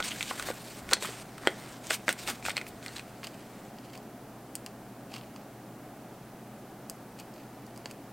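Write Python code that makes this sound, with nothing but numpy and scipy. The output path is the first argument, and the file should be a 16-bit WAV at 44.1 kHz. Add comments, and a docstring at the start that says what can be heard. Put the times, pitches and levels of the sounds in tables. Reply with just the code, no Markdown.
"""A fan, mains hum and faint hiss run throughout a quiet room, close under one microphone.
First sticker sheets are picked up, slid over each other and laid on a desk: filtered friction clicks make
the rubbing, and short noise bursts through resonances make the buckles, taps and, midway, a hollow knock.
Then fingernails lift and press a small sticker on a planner page: tiny resonant ticks and crackling adhesive.
Arm movements add soft low rumble while the sheets are handled."""
import sys
import numpy as np
from scipy import signal
from scipy.fft import rfft, irfft
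from scipy.io import wavfile

SR = 44100
rng = np.random.default_rng(int(sys.argv[2]) if len(sys.argv) > 2 else 0)


def unload_audio(sound):
    """Save the sound as a 16-bit wav file, at the path given as the first command line argument."""
    columns = np.transpose(np.atleast_2d(sound))
    # keep every value between -1 and 1, then stretch to whole-number steps
    steps = np.round(np.clip(columns, -1, 1) * 32767)
    wavfile.write(sys.argv[1], SR, steps.astype(np.int16))


N = 358488
TIME = np.arange(N) / SR
FFT_SIZE = 2048
FREQS = np.arange(FFT_SIZE // 2 + 1) * SR / FFT_SIZE


def undb(db):
    """Logarithmic level: decibels become an amplitude ratio."""
    return 10 ** (np.asarray(db) / 20)


def unit(x):
    """Normalisation: scale to an rms of 1."""
    return x / np.sqrt(np.mean(x ** 2))


def spectrum(points):
    """Spectral envelope: (Hz, dB) points joined on a log-frequency axis."""
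    hz, db = np.transpose(points)
    return np.interp(np.log(FREQS + 1), np.log(hz), db)


def colour(x, db):
    """Minimum-phase filtering: folding the cepstrum gives a causal filter with the given gain."""
    cepstrum = irfft(np.log(undb(db)))
    cepstrum[1:FFT_SIZE // 2] *= 2
    cepstrum[FFT_SIZE // 2 + 1:] = 0
    impulse_response = irfft(np.exp(rfft(cepstrum)))
    return signal.fftconvolve(x, impulse_response)[:len(x)]


def band(x, lo_hz, hi_hz):
    """Zero-phase band-pass: with no delay, neighbouring bands add up evenly."""
    edges = [lo_hz, min(hi_hz, SR / 2 - 100)]
    return signal.sosfiltfilt(signal.butter(3, edges, "band", fs=SR, output="sos"), x)


def walk(rate):
    """Slow random modulation: normal values, `rate` of them per second, joined by straight lines."""
    knots = rng.standard_normal(4096)
    return np.interp(TIME * rate, np.arange(len(knots)), knots)


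def add(out, s, sound):
    """Superposition: mix a sound in at time s."""
    start = int(np.clip(s * SR, 0, N - len(sound)))
    out[start:start + len(sound)] += sound


# Colour of the moving air. Each row: frequency in Hz, relative power density in dB.
FAN_COLOUR = [(20, -17), (45, -14.5), (100, -13.5), (135, 0), (160, -3.5), (200, 1), (290, 0), (470, -8),
              (730, -4), (1000, -13), (1450, -15.5), (1750, -19), (3000, -28.5), (3800, -35.5)]


def fan_air(level_db=-47.5):
    """Turbulence noise: steady random air flow with most of its power at low frequencies."""
    return unit(colour(rng.standard_normal(N), spectrum(FAN_COLOUR))) * undb(level_db)


# Lines of the mains hum and the fan motor. Each row: frequency in Hz, level in dB rms.
HUM_LINES = [(60, -75), (120, -57.5), (208.5, -61), (417, -67)]


def hum():
    """Tonal excitation: mains and motor give steady sines whose phase wanders slowly."""
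    out = np.zeros(N)
    for hz, db in HUM_LINES:
        phase = 2 * np.pi * hz * TIME + 0.82 * walk(2.31)
        out += np.sqrt(2) * undb(db) * np.sin(phase)
    return out


# Colour of the microphone's hiss. Each row: frequency in Hz, relative power density in dB.
HISS_COLOUR = [(100, -20), (2000, 6.5), (4500, 3.5), (7000, 1.5), (16000, 0.5)]


def microphone_hiss(level_db=-61):
    """Self-noise: the microphone adds an even, stationary hiss."""
    return unit(colour(rng.standard_normal(N), spectrum(HISS_COLOUR))) * undb(level_db)


# Colour of each channel's electronic noise. Each row: frequency in Hz, relative power density in dB.
CHANNEL_COLOUR = [(25, 12), (100, -13), (500, -3.5), (2000, -3), (16000, 5)]


def channel_noise(level_db=-63.0):
    """Electronic noise: a steady random signal for the difference between the channels."""
    return unit(colour(rng.standard_normal(N), spectrum(CHANNEL_COLOUR))) * undb(level_db)


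# Edges of the bands in which a contact's level is set. Each entry: frequency in Hz.
CONTACT_EDGES_HZ = [200, 800, 2200, 5500, 10000, 16000]


def contact_bands(db, ring_hz, below, above, air_loss_db=6.5):
    """Resonant emphasis and absorption: loudest around the ring; paper soaks up the top band."""
    edges = np.array(CONTACT_EDGES_HZ)
    octaves = np.log2(np.sqrt(edges[1:] * edges[:-1]) / ring_hz)
    shape = np.where(octaves < 0, below * octaves, -above * octaves)
    shape[-1] -= air_loss_db
    return db + shape - shape.max()


def snap(band_db, modes, contact_s, flutter_s, flutter_db, edge=5.5):
    """Impact excitation: a sharp edge, a brief scrape and a weak flutter ring the paper's modes."""
    t = TIME[:FFT_SIZE]
    decay = np.exp(-t / contact_s) + undb(flutter_db) * np.exp(-t / flutter_s)
    push = rng.standard_normal(FFT_SIZE) * decay
    push[0] = edge
    ring_db = sum(db / (1 + (2 * (FREQS - hz) / width) ** 2) for hz, width, db in modes)
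    sound = colour(push, ring_db + spectrum([(60, -23), (300, -4.5)]))
    edges = np.array(CONTACT_EDGES_HZ)
    centres = np.sqrt(edges[1:] * edges[:-1])
    attack = int(.006 * SR)
    # each band is scaled to its given level over the first 6 ms; done twice for accuracy
    for _ in range(2):
        power = 2 * np.abs(rfft(sound[:attack], FFT_SIZE)) ** 2 / (FFT_SIZE * attack)
        held_db = 10 * np.log10(np.histogram(FREQS, edges, weights=power)[0])
        sound = colour(sound, spectrum(np.c_[centres, band_db - held_db]))
    return sound


# Ringing of a bent sheet. Each row: frequency in Hz, width in Hz, emphasis in dB.
SHEET_RINGING = [(580, 510, 7.5), (1470, 46, 9), (2000, 470, 5.5), (2480, 690, 4.5), (4300, 730, 4),
                 (5840, 630, 1), (8270, 1700, 9)]
# Sheets buckling and tapping. Each row: start in seconds, level of the strongest band in dB before
# gain_db, ring in Hz, fall below the ring and fall above it in dB per octave, contact decay in seconds.
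SHEET_SNAPS = [(0.0026, -29, 1360, 4.5, 5, 0.0029), (0.026, -34, 3400, 10, 12, 0.00076),
               (0.108, -39, 3060, 9, 19, 0.0025), (0.116, -34, 2920, 16, 29, 0.0066),
               (0.2087, -31, 2530, 10, 11, 0.00036), (0.2278, -32.5, 3160, 8, 4, 0.00067),
               (0.31, -31, 1040, 11.5, 17, 0.0014), (0.3135, -35.5, 980, 12, 9, 0.00079),
               (0.3973, -34.5, 1160, 10, 2.5, 0.00077), (0.4254, -39.5, 1274, 9, 1, 0.001),
               (0.4874, -35.5, 1280, 1, 13, 0.0014), (0.5027, -29.5, 575, 5, 10.5, 0.0009),
               (0.5129, -40, 1240, 11, 4.5, 0.00084), (0.891, -41, 1570, 12, 4.5, 0.001),
               (0.9127, -35.5, 1140, 11, 3, 0.001), (0.919, -34, 503, 7, 3, 0.0038),
               (0.9292, -24, 1800, 8, 17, 0.00074), (0.9334, -18.5, 4520, 8, 7.5, 0.0013),
               (0.9363, -35.5, 4440, -1, 3, 0.00094), (0.968, -43, 2100, 1, 8, 0.0011),
               (1.0241, -38.5, 7750, 0, 18, 0.0063), (1.0471, -33, 1040, 15, 13, 0.0055),
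               (1.089, -39.5, 450, 1, 13, 0.0032), (1.381, -47, 1290, 10, 2, 0.0008),
               (1.8693, -42.5, 6200, 10, 7, 0.0011), (1.9046, -33, 2320, 3.5, 3, 0.0026),
               (1.908, -26.5, 1620, 4, 4.5, 0.00069), (2.0813, -22.5, 1540, 5.5, 8, 0.00077),
               (2.0912, -25.5, 1600, 3.5, 3, 0.00078), (2.127, -37, 8140, 4, -1, 0.0021),
               (2.2753, -34.5, 2510, 9, 6, 0.0025), (2.2838, -36, 1600, 2.5, 15, 0.0029),
               (2.4264, -48, 2350, 8, 8, 0.001), (2.4523, -35.5, 2700, 5, 6, 0.0012),
               (2.4624, -35, 1610, 6, 6, 0.0023), (2.484, -29, 850, 14, 11, 0.0022),
               (2.495, -36, 2210, 7, 4, 0.005), (2.504, -35, 2560, 12, 21, 0.0025),
               (2.562, -45, 2300, 7, 11, 0.001), (2.568, -28.5, 4170, 5, 12, 0.00093),
               (2.5783, -30.5, 2620, 10, 14, 0.00084), (2.6137, -38, 2240, 4, 9, 0.0033),
               (2.667, -46, 2700, 5, 8, 0.0011), (2.8274, -50, 3900, 1, 8, 0.00058),
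               (2.8625, -40.5, 1980, 7, 4.5, 0.00079), (2.882, -42, 4230, 8, 14, 0.00053),
               (2.964, -38.5, 4370, 10, 28, 0.0048), (2.9826, -44, 2800, 8, 6, 0.00092),
               (2.995, -41.5, 2600, 10, 7, 0.00083)]


def snaps(gain_db=0.05, ring_db=8, ring_share=0.27):
    """Modal resonance: each snap rings the sheet, with a pitch set by how it is bent just then."""
    out = np.zeros(N)
    for s, db, ring_hz, below, above, contact_s in SHEET_SNAPS:
        modes = list(SHEET_RINGING) + [(ring_hz, ring_share * ring_hz, ring_db)]
        band_db = contact_bands(db + gain_db, ring_hz, below, above)
        add(out, s, snap(band_db, modes, contact_s, flutter_s=0.0074, flutter_db=-10.5))
    return out


def slips(rate, spread_db):
    """Stick-slip: fibres catch and let go in random clicks, a few far larger than the rest."""
    size = undb(spread_db * np.minimum(rng.exponential(size=N), 4))
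    happens = rng.random(N) < rate / SR
    return unit(happens * size * rng.choice([-1, 1], N))


def stroke(start, length, swell_db, attack_s=0.013, release_s=0.0097):
    """Friction envelope: a sheet gets moving, swells or fades evenly in dB, and comes to rest."""
    along = np.clip((TIME - start) / length, 0, 1)
    before = np.maximum(start - TIME, 0) / attack_s
    after = np.maximum(TIME - start - length, 0) / release_s
    return undb(swell_db * (along - .5)) * np.exp(-np.minimum(before + after, 20))


# Colour of the rubbed sheet. Each row: frequency in Hz, relative gain in dB.
SHEET_COLOUR = [(100, -10.5), (300, -4.5), (800, -5.5), (1200, -2), (1550, -2), (2600, -2), (3600, -3.5),
                (4300, -3.5), (6300, -7), (8500, -4.5), (10500, -17), (14000, -15.5), (16000, -23)]
# Strokes of sheet sliding on sheet. Each row: start in seconds, length in seconds, level in dB before the
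# trims below, swell from start to end in dB, flexing body and edge hiss in dB relative to that level.
SLIDING_STROKES = [(0.042, 0.045, -34.5, -1, -8, -15.5), (0.08, 0.24, -42.5, -1, -7, -12.5),
                   (0.275, 0.034, -39.5, 1, -10, -15), (0.325, 0.12, -44.5, 4, -2.5, -11.5),
                   (0.465, 0.037, -39, 0, -2.5, -10), (0.52, 0.28, -48.5, 2, -6, -10),
                   (0.81, 0.09, -54.5, 3, 0.5, -10), (0.91, 0.02, -44, -6, -11, -11),
                   (1.025, 0.033, -38, -4, -9, -12), (1.06, 0.16, -45, -6, -4.5, -13),
                   (1.35, 0.12, -57.5, 21, 4, -17), (1.48, 0.29, -52, 1, -0.5, -14),
                   (1.845, 0.04, -48, 2, -6, -14), (1.901, 0.015, -36.5, -2, -7, -18),
                   (1.917, 0.028, -32, 3, -10, -11.5), (2.093, 0.016, -34.5, 0, -6, -13),
                   (2.192, 0.049, -42.5, -1, -9.5, -14), (2.279, 0.024, -32.5, 4.5, -3.5, -11.5),
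                   (2.32, 0.11, -54, -16, -4, -10), (2.462, 0.056, -40, -7, -8, -13),
                   (2.572, 0.012, -45, -4, 1, -9), (2.68, 0.0072, -51.5, 4, -15, -2),
                   (2.835, 0.17, -53, -1, -1, -11), (2.962, 0.014, -46, -2, -8, -16)]
# The held sheets graze each other faintly, under the strokes and on after them. One row: the same
# columns as the strokes.
HELD_GRAZE = (1.2, 2.5, -59.5, -4, -1.5, -13)


def sliding(body_db=-1, rub_db=-2.63, judder_db=1.5, patchy_db=2.0, pressure_db=0.5, catch_db=-8):
    """Friction-driven vibration: dense slips make the face rub, the body flex and the edge hiss."""
    power = np.zeros((3, N))
    for start, length, db, swell_db, flex_db, edge_db in list(SLIDING_STROKES) + [HELD_GRAZE]:
        levels_db = [[db + flex_db], [db], [db + edge_db]]
        power += undb(levels_db) ** 2 * stroke(start, length, swell_db) ** 2
    flexing, rubbing, hissing = np.sqrt(power)
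    fibres = slips(rate=9000, spread_db=2.0)
    # sticker edges catch in a coarser crackle, about 130 clicks a second
    edge_crackle = slips(rate=130, spread_db=1.0)
    friction = fibres + undb(catch_db) * edge_crackle
    rub = colour(friction, spectrum(SHEET_COLOUR)) * undb(judder_db * walk(140))

    def patches(lo_hz, hi_hz, count):
        """Independent modulation: neighbouring resonances swell and fade as the sheet bends."""
        edges = np.geomspace(lo_hz, hi_hz, count + 1)
        return unit(sum(band(rub, lo, hi) * undb(patchy_db * walk(45)) for lo, hi in zip(edges, edges[1:])))

    body = patches(143, 2150, count=7) * undb(body_db) * flexing
    face = patches(2130, 9600, count=9) * undb(rub_db) * rubbing
    hiss = patches(9440, 17000, count=2) * hissing
    return (body + face + hiss) * undb(pressure_db * walk(25.02))


# Arm movements that push air and desk. Each row: peak time in seconds, level in dB before gain_db,
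# half length in seconds (where the power is down to 1/e).
ARM_MOVES = [(0.167, -60, 0.11), (0.47, -55, 0.06), (0.87, -53, 0.05), (1.02, -62, 0.15), (1.58, -65, 0.22),
             (2.28, -57, 0.04), (2.47, -56, 0.047), (2.74, -58, 0.05), (2.93, -66, 0.25)]


def handling(gain_db=1.0):
    """Low-frequency excitation: soft rumble swells and fades with each movement of the arms."""
    power = sum(undb(db) ** 2 * np.exp(-((TIME - s) / half_s) ** 2) for s, db, half_s in ARM_MOVES)
    rumble = unit(band(rng.standard_normal(N), 22, 125))
    return rumble * np.sqrt(power) * undb(gain_db)


# The stack of sheets knocked on the desk. One row: level of the strongest band in dB, frequency in Hz
# around which it is loudest, fall below and fall above that frequency in dB per octave.
STACK_KNOCK = (-20, 2700, 0.2, 10)
# Ringing of that stack. Each row: frequency in Hz, width in Hz, emphasis in dB.
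STACK_RINGING = [(446, 550, 26), (1110, 67, -5), (1450, 130, 9), (1910, 600, 15.5), (3200, 260, 13.5),
                 (4250, 600, 5), (8000, 1600, 15)]


def knock(start_s=1.4728, flutter_db=-19, flutter_s=0.0092, contact_s=0.00051):
    """Impact resonance: the stack's edge meets the desk with a short, hollow knock."""
    out = np.zeros(N)
    band_db = contact_bands(*STACK_KNOCK)
    add(out, start_s, snap(band_db, STACK_RINGING, contact_s, flutter_s, flutter_db, edge=3.1))
    return out


# Ringing of the page held down by the hand. Each row: frequency in Hz, width in Hz, emphasis in dB.
PAGE_RINGING = [(1080, 320, 14), (2860, 1100, 7.5), (3720, 430, -8), (4800, 580, 8), (8200, 1800, 2),
                (13700, 1800, -5)]
# Fingernails and the sticker's edge on the page. Each row: start in seconds, level of the strongest band
# in dB before gain_db, ring in Hz, fall below the ring and fall above it in dB per octave.
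PAGE_TICKS = [(3.232, -44, 2090, 8, 12), (3.2703, -43, 3100, 7, 4), (3.786, -53.5, 3960, 5, 10),
              (3.9766, -52.5, 4780, -1, -2), (4.5536, -35, 7900, 8, 2), (4.663, -43, 3160, 6, 1.5),
              (5.1401, -42, 2520, 12, 8), (5.1647, -44.5, 2670, 9, 12), (5.2124, -52, 3190, 7, 15),
              (5.3619, -52, 3180, 2, 4.5), (6.8981, -39, 8350, 5.5, -2), (7.1999, -49.5, 4400, 12, -1),
              (7.339, -62, 4800, 7, 5), (7.666, -60.5, 4800, 5, -3), (7.7617, -59, 4400, 5, 3),
              (7.776, -53.5, 5020, 0, -4), (7.8581, -40, 4610, 2.5, 11.5), (7.912, -50, 2520, 6, -0.5)]


def nail_ticks(gain_db=0.7, ring_db=7, ring_share=0.31):
    """Point excitation: tiny hard contacts ring the flat page; the spot touched favours one pitch."""
    out = np.zeros(N)
    for s, db, ring_hz, below, above in PAGE_TICKS:
        modes = list(PAGE_RINGING) + [(ring_hz, ring_share * ring_hz, ring_db)]
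        band_db = contact_bands(db + gain_db, ring_hz, below, above)
        add(out, s, snap(band_db, modes, contact_s=0.00046, flutter_s=0.0066, flutter_db=-10.5))
    return out


# Colour of adhesive crackling in the page. Each row: frequency in Hz, relative gain in dB.
ADHESIVE_COLOUR = [(300, -12), (1000, -6), (1700, -10.5), (2300, -0.5), (3000, -1), (3500, -9),
                   (4000, -6.5), (4600, -2), (5200, -8.5), (5700, -11.5), (8500, -11), (11000, -22),
                   (13500, -15), (16000, -21)]
# Short pulls on the adhesive. Each row: peak time in seconds, level in dB, rise and fall in dB per second.
ADHESIVE_PULLS = [(3.24, -40.5, 900, 400), (3.273, -41.5, 600, 800), (3.33, -61, 56, 58),
                  (3.89, -58, 100, 90), (3.955, -44.5, 450, 500), (5.125, -45.5, 700, 156),
                  (5.165, -45, 400, 350), (5.42, -66, 70, 200), (7.2, -46, 580, 900),
                  (7.33, -64.5, 100, 34), (7.87, -64, 50, 90)]


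def peeling(judder_db=5.0):
    """Fracture noise: adhesive threads break one by one under the nail; each pull builds and lets go."""
    pulls = [db - np.maximum(rise * (s - TIME), fall * (TIME - s)) for s, db, rise, fall in ADHESIVE_PULLS]
    pull_db = np.max(pulls, axis=0)
    crackle = colour(slips(rate=1200, spread_db=3.0), spectrum(ADHESIVE_COLOUR))
    return unit(crackle * undb(judder_db * walk(110))) * undb(pull_db)


def room(x, t60_s=0.21, wet_db=-19, damp_hz=6500):
    """Reverberation: a small furnished room answers with a short, duller, decaying tail."""
    t = TIME[:SR // 2]
    tail = rng.standard_normal(len(t)) * undb(-60 * t / t60_s) * (t > .006)
    tail = colour(tail, -10 * np.log10(1 + (FREQS / damp_hz) ** 2))
    return x + undb(wet_db) * signal.fftconvolve(x, tail / np.linalg.norm(tail))[:N]


def scene():
    """Sum and difference: all sources sit in the centre; only electronic noise parts the channels."""
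    background = fan_air() + hum() + microphone_hiss()
    contacts = snaps() + sliding() + knock() + nail_ticks() + peeling()
    centre = background + room(contacts) + handling()
    side = channel_noise()
    return np.array([centre + side, centre - side])


def record(dry):
    """Band limiting: the recorder cuts the top with a steep low-pass."""
    low_pass = signal.ellip(10, .1, 80, 15850, fs=SR, output="sos")  # ripple dB, stop-band dB, cutoff Hz
    return signal.sosfilt(low_pass, dry)


dry = scene()
out = record(dry)
unload_audio(out)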